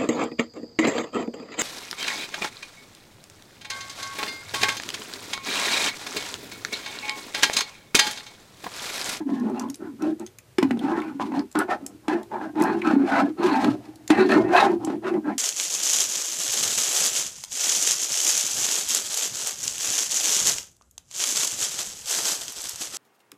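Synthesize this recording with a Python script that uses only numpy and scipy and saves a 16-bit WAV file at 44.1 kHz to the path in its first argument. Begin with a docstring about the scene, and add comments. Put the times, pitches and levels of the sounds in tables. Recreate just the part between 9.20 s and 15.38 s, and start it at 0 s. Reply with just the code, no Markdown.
"""A plastic bottle of cleaner is dragged in quick strokes under the rim of a porcelain toilet bowl.
Its nozzle stutters over the glaze: stick-slip clicks ring the hollow bottle and the stiff modes, with a hiss.
Knocks on the rim ring the same modes with a crack of noise; small bright ticks snap in between.
Sparse echoes come back from bowl and tiles, over a deep wavering drone and a faint room hiss.
A small microphone takes it all in, thin in the bass."""
import sys
import numpy as np
from scipy import signal
from scipy.fft import rfft, irfft
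from scipy.io import wavfile
from scipy.ndimage import uniform_filter1d

SR = 44100
rng = np.random.default_rng(int(sys.argv[2]) if len(sys.argv) > 2 else 0)


def makeup_ratio(level_db):
    """Linear amplitude ratio for a level in decibels (20 dB per factor of ten)."""
    decades = np.asarray(level_db, float) / 20
    return 10 ** decades


def to_wav(sig):
    """Store sig (one row per channel, or 1-D mono) as 16-bit WAV at the path in sys.argv[1].

    Samples outside -1..1 are clipped; the rate is SR.
    """
    pcm = np.clip(np.atleast_2d(sig), -1, 1) * 32767
    pcm = np.round(pcm).astype(np.int16)
    wavfile.write(sys.argv[1], SR, pcm.T)  # frames by channels


N = 272538  # length of the scene in samples
CONTROL_STEP = 64  # samples between values of the slow controls

# The nozzle meets the rim. Each row: time in seconds, then relative levels in dB of the blow
# to the stiff modes, the hollow thud and the crack.
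KNOCKS = [(0.092, -18, -9.5, -56), (0.306, -30, -10, -60), (0.822, -23, -13.5, -56), (1, -38, -17.5, -70),
          (1.383, -17, 3.5, -15), (1.427, -4.5, 1.5, -15.5), (1.508, -9, -4.5, -22.5),
          (1.572, -20, -6, -37.5), (1.636, -35, -7.5, -64), (1.776, -45, -4.5, -55),
          (1.998, -8.5, -19, -51), (2.12, -16.5, -14, -40), (2.14, -15, -13, -50), (2.195, -36, -6.5, -48),
          (2.353, -11, -5.5, -23), (2.489, -13, -11, -62), (2.881, -8, -4, -18.5), (3.116, -20, -47, -75),
          (3.214, -12.5, -40, -66), (3.355, -23, -16, -41), (3.41, -23, 1.5, -27),
          (3.672, -24, -1.5, -27.5), (3.71, -7, -37, -30), (3.733, -26, 1.5, -43), (3.762, -19, 0.5, -56),
          (3.805, -37, -6.5, -58), (4.195, -22, -8, -54), (4.443, -38, -2.5, -19), (4.484, -13, -2.5, -54),
          (4.551, -19, -17, -65), (4.688, -45, -21, -70), (4.902, -5, 7, -12.5), (5.094, -8, -46, -35),
          (5.182, -5, -1, -60), (5.27, -27, -7, -57), (5.328, -3, -41, -56), (5.674, -12, -7.5, -57),
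          (5.701, -11, -10, -38), (5.939, -19, -10, -39), (5.955, -31, -8, -63), (6.074, -14, -13, -55)]


def evened(x):
    """Scales to rms 1."""
    return x / np.sqrt(np.mean(x ** 2) + 1e-20)


def add(mix, s, sound):
    """Mixes a sound in at time s."""
    part = mix[round(s * SR):][:len(sound)]
    part += sound[:len(part)]


def band(x, low_hz, high_hz, order):
    """Band-pass."""
    return signal.sosfilt(signal.butter(order, [low_hz, high_hz], "band", fs=SR, output="sos"), x)


def coloured(x, points):
    """Filters by a spectrum drawn on a log-frequency axis, then scales to rms 1."""
    f, db = np.transpose(points)
    hz = np.fft.rfftfreq(len(x), 1 / SR)
    gain = makeup_ratio(np.interp(np.log(hz + 1), np.log(f + 1), db))
    return evened(irfft(rfft(x) * gain, len(x)))


def ring(x, hz, width):
    """One decaying mode; steady white noise of rms 1 comes out at about rms 1."""
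    r = np.exp(-np.pi * width / SR)
    turn = np.exp(2j * np.pi * hz / SR)
    return np.sqrt(2 * (1 - r ** 2)) * signal.lfilter([1], [1, -r * turn], x).imag


def smooth(v):
    """From control steps to every sample."""
    return np.interp(np.arange(N) / CONTROL_STEP, np.arange(len(v)), v)


def wander(seconds):
    """Slow chance, rms 1: noise averaged twice over the given time."""
    span = int(seconds * SR / CONTROL_STEP)
    chance = rng.standard_normal(N // CONTROL_STEP + 2)
    return smooth(evened(uniform_filter1d(uniform_filter1d(chance, span), span)))


def curve(table):
    """Columns of a control table at every sample."""
    s, *columns = np.transpose(table)
    return [np.interp(np.arange(N) / SR, s, c) for c in columns]


def stroke_powers(column, power, late, fade_s):
    """Power over time of each stroke in one layer: speed rises and falls in an arch, then lets go."""
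    # Drags along the rim. Each row: start in seconds, length in seconds, share of the length (0-1)
    # at which the nozzle is fastest, relative rumble level in dB, relative scrape level in dB.
    strokes = [(-.06, 0.063, 0.93, -12.5, -18.5), (0.036, 0.33, 0.18, -23.5, -36),
               (0.123, 0.21, 0.82, -19.5, -33.5), (0.251, 0.28, 0.52, -24.5, -32),
               (0.572, 0.19, 0.24, -31, -42), (0.77, 0.17, 0.47, -21, -29.5),
               (0.98, 0.053, 0.48, -30.5, -36.5), (1.01, 0.1, 0, -46, -62),
               (1.393, 0.11, .15, -21.5, -31.5), (1.483, 0.2, 0, -23, -41.5),
               (1.544, 0.24, 0.63, -20.5, -26), (1.672, 0.12, 0.92, -22.5, -24),
               (1.771, 0.11, 0.52, -29, -33.5), (1.844, 0.2, 0, -32, -40.5),
               (1.982, 0.059, 0.5, -25.5, -21), (2.028, 0.13, 0.34, -23, -38.5),
               (2.103, 0.14, 0.33, -21.5, -26), (2.344, 0.075, 0.11, -18, -20),
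               (2.37, 0.061, 0.58, -17.5, -17), (2.462, 0.085, 0.63, -27.5, -14.5),
               (2.575, 0.24, 0.02, -36.5, -45.5), (2.812, 0.079, 0.47, -44, -46.5),
               (2.871, 0.19, 0.14, -27, -23.5), (2.88, 0.071, 0.61, -15, -23.5),
               (3.084, 0.15, 0.4, -30.5, -24.5), (3.173, 0.14, 0.39, -25, -26.5),
               (3.322, 0.34, 0.23, -17.5, -21), (3.585, 0.23, 0.41, -19, -23),
               (3.71, 0.15, 0.78, -19, -32.5), (3.778, 0.26, 0.82, -21.5, -14),
               (3.972, 0.13, 0.67, -18.5, -29.5), (4.147, 0.25, 0.42, -19.5, -19.5),
               (4.301, 0.32, 0.11, -22.5, -21), (4.411, 0.11, 0, -14.5, -24.5),
               (4.496, 0.56, 0.1, -46.5, -48.5), (4.882, 0.1, 0.29, -18, -17),
               (4.936, 0.16, 0.31, -12.5, -17.5), (5.084, 0.25, 0.02, -12.5, -18),
               (5.121, 0.072, 0.4, -14.5, -19.5), (5.214, 0.12, 1, -20, -23), (5.296, 0.2, 0.29, -23, -6.5),
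               (5.404, 0.17, 0.28, -14, -19), (5.57, 0.086, 0.74, -25, -32),
               (5.661, 0.14, 0.02, -23, -28.5), (5.801, 0.12, 0.64, -21.5, -21.5),
               (5.879, 0.098, 0.75, -17.5, -27.5), (6.016, 0.095, 0.59, -21, -29),
               (6.059, 0.086, 0.36, -23, -25)]
    t = np.arange(0, N + CONTROL_STEP, CONTROL_STEP) / SR
    start, length, fastest = (c[:, None] for c in np.transpose(strokes)[:3])
    # late delays the peak by a share of the stroke that remains
    peak = np.clip(fastest + late * (1 - fastest if late > 0 else fastest), 0.03, 0.95)
    u = np.clip((t - start) / length, 0, 1)
    speed = np.sin(np.pi / 2 * np.minimum(u / peak, (1 - u) / (1 - peak)))
    level_db = np.transpose(strokes)[column][:, None]
    p = makeup_ratio(2 * level_db) * speed ** (2 * power)
    keep = np.exp(-CONTROL_STEP / SR / fade_s)
    return signal.lfilter([1 - keep], [1, -keep], p, axis=1) + 1e-11


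def layer_db(p):
    """Overlapping strokes add their powers."""
    return smooth(10 * np.log10(p.sum(axis=0)))


def rumble_level():
    """Rumble in dB: amplitude grows as the speed and peaks just after the fastest moment."""
    return layer_db(stroke_powers(column=3, power=1, late=0.016, fade_s=0.0087))


def background():
    """Slightly wavering hiss; a drone and a very low shake follow the rumble, the drone swells now and then."""
    # Spectrum of the room hiss. Each row: frequency in Hz, relative density in dB per Hz.
    room_spectrum = [(20, -17), (60, -3), (120, 4), (200, -10), (400, -4.5), (800, -14.5), (2000, -17),
                     (4000, -20.5), (8000, -22.5), (15500, -28)]
    # Swells of the drone. Each row: start in seconds, level in dB before the rise and decay.
    drone_swells = [(1.4, -32), (4.45, -32.5), (4.89, -37), (5.18, -31), (5.52, -40)]
    swell_rise_s, swell_t60_s = 0.07, 0.44
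    rumble_db = rumble_level()
    t = np.arange(SR // 2) / SR
    level = makeup_ratio(-61) + makeup_ratio(rumble_db - 44.5)  # quiet floor, and the part under the rumble
    for s, db in drone_swells:
        add(level, s, np.minimum(t / swell_rise_s, 1) * makeup_ratio(db - 60 * t / swell_t60_s))
    drone = level * ring(rng.standard_normal(N), hz=119, width=6.6)
    shake = makeup_ratio(rumble_db - 46) * evened(band(rng.standard_normal(N), 24, 140, order=2))
    hiss = makeup_ratio(-57 + 0.53 * wander(0.055)) * coloured(rng.standard_normal(N), room_spectrum)
    return hiss + shake + drone


def bathroom(x, t60=0.11, first_s=0.0024):
    """Sparse decaying echoes from bowl and tiles; little comes back below 620 Hz."""
    t = np.arange(SR // 2) / SR
    signs = rng.choice([-1., 1.], len(t))
    present = (rng.random(len(t)) < 0.08) * (t > first_s)
    taps = signs * present * makeup_ratio(-60 * t / t60)
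    return signal.oaconvolve(band(x, 620, 17000, order=2), taps / np.linalg.norm(taps))[:N]


def burst(hz, width, rise_s, decay_s):
    """A snap of noise around one band, peak 1."""
    t = np.arange(1500) / SR
    envelope = np.exp(-t / decay_s) * (1 - np.exp(-t / rise_s)) ** 2
    snap = ring(rng.standard_normal(1500) * envelope, hz, width)
    return snap / abs(snap).max()


def cracks():
    """Noise bursts: each knock's treble with a narrower after-ring, and bright ticks; low ticks last longer."""
    # Bright ticks. Each row: time in seconds, level in dB, centre in Hz, level in dB of the high snap
    # (both levels are burst peaks ahead of the band-passes).
    ticks = [(0.198, -43, 5330, -43), (0.298, -49, 5530, -42), (0.395, -24.5, 5860, -27),
             (0.42, -41, 6200, -40), (0.4854, -45, 3260, -46), (0.4992, -29.5, 5540, -25.5),
             (0.5428, -30, 5350, -30), (0.5556, -30.5, 10100, -44), (0.821, -33, 5570, -36),
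             (0.996, -34.5, 7700, -39), (1.0633, -28.5, 6240, -35), (1.072, -40, 3540, -38),
             (1.185, -41, 2330, -29.5), (1.591, -30.5, 3300, -36), (1.8004, -35, 3580, -41),
             (1.817, -27, 2230, -41), (2.192, -27.5, 4800, -57), (2.314, -36, 7600, -44),
             (2.325, -42, 7500, -39), (2.389, -15.5, 9940, -19.5), (2.6634, -25.5, 6660, -17.5),
             (3.03, -43.5, 3800, -38), (3.399, -39, 8000, -36), (3.421, -28, 8700, -19.5),
             (3.437, -36, 5900, -24), (3.616, -20, 2280, -47), (4.7566, -44, 4440, -40),
             (4.877, -22.5, 6640, -27), (5.3639, -13.5, 3360, -34), (5.516, -46, 4670, -38),
             (5.6476, -21.5, 7500, -34)]
    out, snaps = np.zeros(N), np.zeros(N)
    for s, _, _, crack_db in KNOCKS:
        crack = makeup_ratio(crack_db + 5.5) * burst(1100, 3200, rise_s=0.001, decay_s=0.0029)
        after_ring = makeup_ratio(crack_db - 7.0) * burst(1600, 1300, rise_s=0.0012, decay_s=0.0097)
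        add(out, s, crack + after_ring)
    for s, db, hz, snap_db in ticks:
        add(out, s, makeup_ratio(db) * burst(hz, 0.16 * hz, rise_s=0.00086, decay_s=11.0 / hz))
        add(snaps, s, makeup_ratio(snap_db) * burst(7700, 5500, rise_s=0.00082, decay_s=0.0017))
    return band(out, 1000, 12600, order=2) + band(snaps, 4400, 17000, order=2)


def slips(per_s, spread_db, judder_db, judder_s):
    """Stick-slip clicks of uneven size, clumped as the grip judders."""
    size = makeup_ratio(spread_db * np.minimum(rng.exponential(1, N), 4)) * rng.choice([-1., 1.], N)
    span = int(judder_s * SR)
    judder = evened(uniform_filter1d(uniform_filter1d(rng.standard_normal(N), span), span))
    happens = rng.random(N) < per_s / SR
    return evened(size * happens * makeup_ratio(judder_db * judder))


def blows(column, contact_s):
    """Each knock is a short rough contact force."""
    force, t = np.zeros(N), np.arange(600) / SR
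    for row in KNOCKS:
        rough = 1 + 0.042 * rng.standard_normal(600)
        add(force, row[0], makeup_ratio(row[column]) * np.exp(-t / contact_s) * rough / (contact_s * SR))
    return force


def modes(table, level_db, rub, hit, favoured_hz, boost_db, octaves, hit_boost_db, hit_octaves, shared,
          wander_db, tilt_db=lambda hz: 0):
    """Rubbing and knocks ring the same modes; the grip favours those near one pitch, a knock in its own width."""
    def shares(width, boost_db, chance_db):
        """Gain of each mode over time, their powers adding up to 1."""
        gains = []
        for hz, _, db in table:
            favour_db = boost_db * np.exp(-(np.log2(hz / favoured_hz) / width) ** 2)
            gains.append(makeup_ratio(db + favour_db + tilt_db(hz) + chance_db(hz)))
        return gains / np.sqrt(sum(g ** 2 for g in gains))
    # the wet contact patch pushes each mode partly on its own, more or less as it moves along the rim
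    rubbed = shares(octaves, boost_db, lambda hz: wander_db * wander(0.054))
    struck = shares(hit_octaves, hit_boost_db, lambda hz: 0)
    out = np.zeros(N)
    for k, (hz, width, _) in enumerate(table):
        push = shared * rub + (1 - shared) * rng.standard_normal(N)
        drag = (-1) ** k * makeup_ratio(level_db) * push
        out += ring(rubbed[k] * drag + struck[k] * hit, hz, width)
    return out


def bottle():
    """One stroke drives a low hollow rumble, a scrape in the stiff modes and a hiss; knocks ring the modes."""
    # Hollow air and wall modes. Each row: frequency in Hz, width in Hz, relative level in dB.
    hollow_modes = [(200, 18, -2), (222, 17, -3), (241, 15, -3), (272, 18, -2), (311, 19, 0), (345, 20, -3),
                    (372, 18, -1), (395, 22, -5), (430, 26, -12), (490, 22, -11), (545, 28, -17)]
    # Stiff modes of nozzle and porcelain. Each row: frequency in Hz, width in Hz, relative level in dB.
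    stiff_modes = [(596, 46, -1.5), (656, 83, 2), (727.4, 53, -0.5), (798, 30, -1.5), (871, 75, -3.5),
                   (870, 40, 1.5), (982, 75, -0.5), (993, 76, 2), (1069, 51, -2), (1130, 130, -5),
                   (1314, 68, -1), (1390, 73, -5.5), (1440, 174, 0), (1586, 51, -3), (1712, 81, -3.5),
                   (1826, 86, -3.5), (1990, 300, -6), (2196, 110, -11.5), (2367, 61, -11), (2438, 62, -6),
                   (2145, 16, -9), (2755, 58, -13.5), (2614, 93, -8), (3040, 53, -33.5), (3800, 220, -12),
                   (4300, 190, -10), (4320, 130, -29)]
    # Narrow low mode of the bottle under the rumble: frequency in Hz, width in Hz, level in dB to the rumble.
    low_mode = (217, 19.5, -14)
    # Spectrum of the rubbing hiss. Each row: frequency in Hz, relative density in dB per Hz.
    hiss_spectrum = [(1800, -6.5), (3000, -4.5), (4200, -8), (6500, -14.5), (9800, -21), (11000, -26.5),
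                     (13000, -27), (15500, -39)]
    # Modes favoured as the grip shifts. Each row: time in seconds, hollow mode in Hz, stiff mode in Hz.
    grip = [(0, 304, 850), (.24, 231, 840), (.46, 255, 930), (.64, 367, 813), (.7, 247, 890),
            (.86, 306, 627), (1.1, 370, 800), (1.39, 370, 890), (1.43, 286, 1000), (1.46, 261.5, 736),
            (1.58, 248, 780), (1.76, 345.3, 960), (1.93, 255, 815), (2.01, 296, 1030), (2.25, 263, 850),
            (2.36, 326, 790), (2.44, 394, 780), (2.62, 277.5, 690), (2.89, 307, 880), (3.0, 380, 675),
            (3.13, 375, 990), (3.27, 274, 790), (3.51, 378.4, 870), (3.75, 281.4, 840), (4.06, 276.6, 740),
            (4.23, 375, 750), (4.35, 252, 870), (4.5, 293.4, 670), (4.9, 300.3, 780), (4.96, 346, 790),
            (5.02, 384, 770), (5.16, 372, 616), (5.5, 363, 880), (5.7, 288.6, 770), (5.87, 373, 650),
            (6.08, 271, 760)]
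    # Colour of the rub. Each row: time in seconds, offset of the hiss in dB,
    # base tilt of the scrape in dB per octave.
    colour = [(0, -18.5, -7), (.5, -22.5, -2.5), (1, -22, -1.5), (1.45, -17.5, 1), (1.75, -23.5, -3),
              (2, -18.5, -1), (2.2, -20.5, -2), (2.55, -29, -5), (2.92, -22.5, -1), (3.15, -29, -8.5),
              (3.45, -24.5, 0), (3.7, -18.5, 0), (4, -22, -3), (4.4, -19, 3.5), (4.55, -10.5, -6),
              (4.85, -19, -3), (5, -21.5, 3.5), (5.1, -17.5, 5), (5.2, -21.5, -2.5), (5.4, -21.5, -1),
              (5.62, -24, -10), (5.7, -14.5, -5), (5.87, -23, 0.5), (5.97, -34, -5), (6.12, -22, -4.5)]
    # Upper stiff modes favoured as the nozzle turns. Each row: time in seconds, frequency in Hz, boost in dB.
    rasp = [(0, 1710, 15), (.2, 1690, 12), (.34, 1620, -15), (.46, 1280, 3), (.65, 1420, 16.5),
            (1.05, 1360, 2), (1.5, 1460, 0), (1.68, 1800, 1), (1.79, 1390, 7.5), (2.25, 1590, 9),
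            (2.55, 1260, 5.5), (2.92, 1650, 4), (3.29, 1570, 11.5), (3.56, 1680, 1), (3.7, 1500, 7.5),
            (3.99, 1440, 3.5), (4.2, 1850, -1), (4.5, 1440, 3), (4.92, 2190, 6), (5.01, 1370, 9.5),
            (5.11, 1760, 5), (5.17, 1250, 17.5), (5.38, 1710, 0.5), (5.7, 1390, 2), (5.85, 1750, -3),
            (5.9, 2460, 5), (5.96, 1820, 0), (6.07, 1500, 8), (6.13, 1880, 12)]

    rumble_db = rumble_level()
    # amplitude grows as speed to the given power
    scrape_db = layer_db(stroke_powers(column=4, power=2.5, late=0, fade_s=0.007))
    hiss_db = layer_db(stroke_powers(column=4, power=2.71, late=0.0042, fade_s=0.007))
    hollow_hz, stiff_hz = curve(grip)
    over_db, tilt_db = curve(colour)
    rasp_hz, rasp_db = curve(rasp)
    # the scrape tilts up by at most 12 dB per octave where the hiss stands above it, down where below
    bright_db = tilt_db + 12 * np.tanh((hiss_db - scrape_db) / 10)

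    def scrape_tilt(hz):
        """Tilt about 1 kHz, with a narrow lift or dip at the rasp, in dB."""
        return bright_db * np.log2(hz / 1000) + rasp_db * np.exp(-(np.log2(hz / rasp_hz) / 0.11) ** 2)

    bumps = slips(per_s=600, spread_db=1.58, judder_db=3.75, judder_s=0.0092)
    grit = slips(per_s=3500, spread_db=2.3, judder_db=2.9, judder_s=0.006)
    thuds = makeup_ratio(23) * blows(column=2, contact_s=0.0019)
    raps = makeup_ratio(3) * blows(column=1, contact_s=0.0001)
    hollow = modes(hollow_modes, rumble_db, bumps, thuds, hollow_hz, boost_db=17.5, octaves=0.14,
                   hit_boost_db=32.5, hit_octaves=0.11, shared=0.56, wander_db=4.5)
    stiff = modes(stiff_modes, scrape_db, grit, raps, stiff_hz, boost_db=9.5, octaves=0.25,
                  hit_boost_db=11.5, hit_octaves=0.22, shared=0.65, wander_db=4.5, tilt_db=scrape_tilt)
    low_hz, low_width_hz, low_db = low_mode
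    low = ring(makeup_ratio(rumble_db + low_db) * bumps, low_hz, low_width_hz)
    fine_grit = slips(per_s=9000, spread_db=4.6, judder_db=5.1, judder_s=0.017)
    hiss = makeup_ratio(hiss_db + over_db) * coloured(0.53 * grit + fine_grit, hiss_spectrum)
    rumble = band(hollow, 212.7, 475, order=3) + band(low, 139, 237, order=2)
    return rumble + band(stiff, 354, 4000, order=3) + hiss


def scene():
    """Bottle, cracks and ticks, their echoes, and the room."""
    rubbed, snapped = bottle(), cracks()
    echoes = bathroom(makeup_ratio(-8.0) * rubbed + makeup_ratio(-10.0) * snapped)
    return (rubbed + snapped + echoes + background())[None]


def top_cut(x):
    """Nothing passes above the cut-off."""
    return signal.sosfilt(signal.butter(12, 15910, fs=SR, output="sos"), x)


def record(dry):
    """A small microphone: bass thinned below 40 Hz, treble cut at 15350 Hz."""
    thin = signal.sosfilt(signal.butter(2, 40, "high", fs=SR, output="sos"), dry)
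    narrow = signal.oaconvolve(thin, signal.firwin(255, 15350, fs=SR)[None], "same")
    return top_cut(narrow)


dry = scene()
out = record(dry)
to_wav(out)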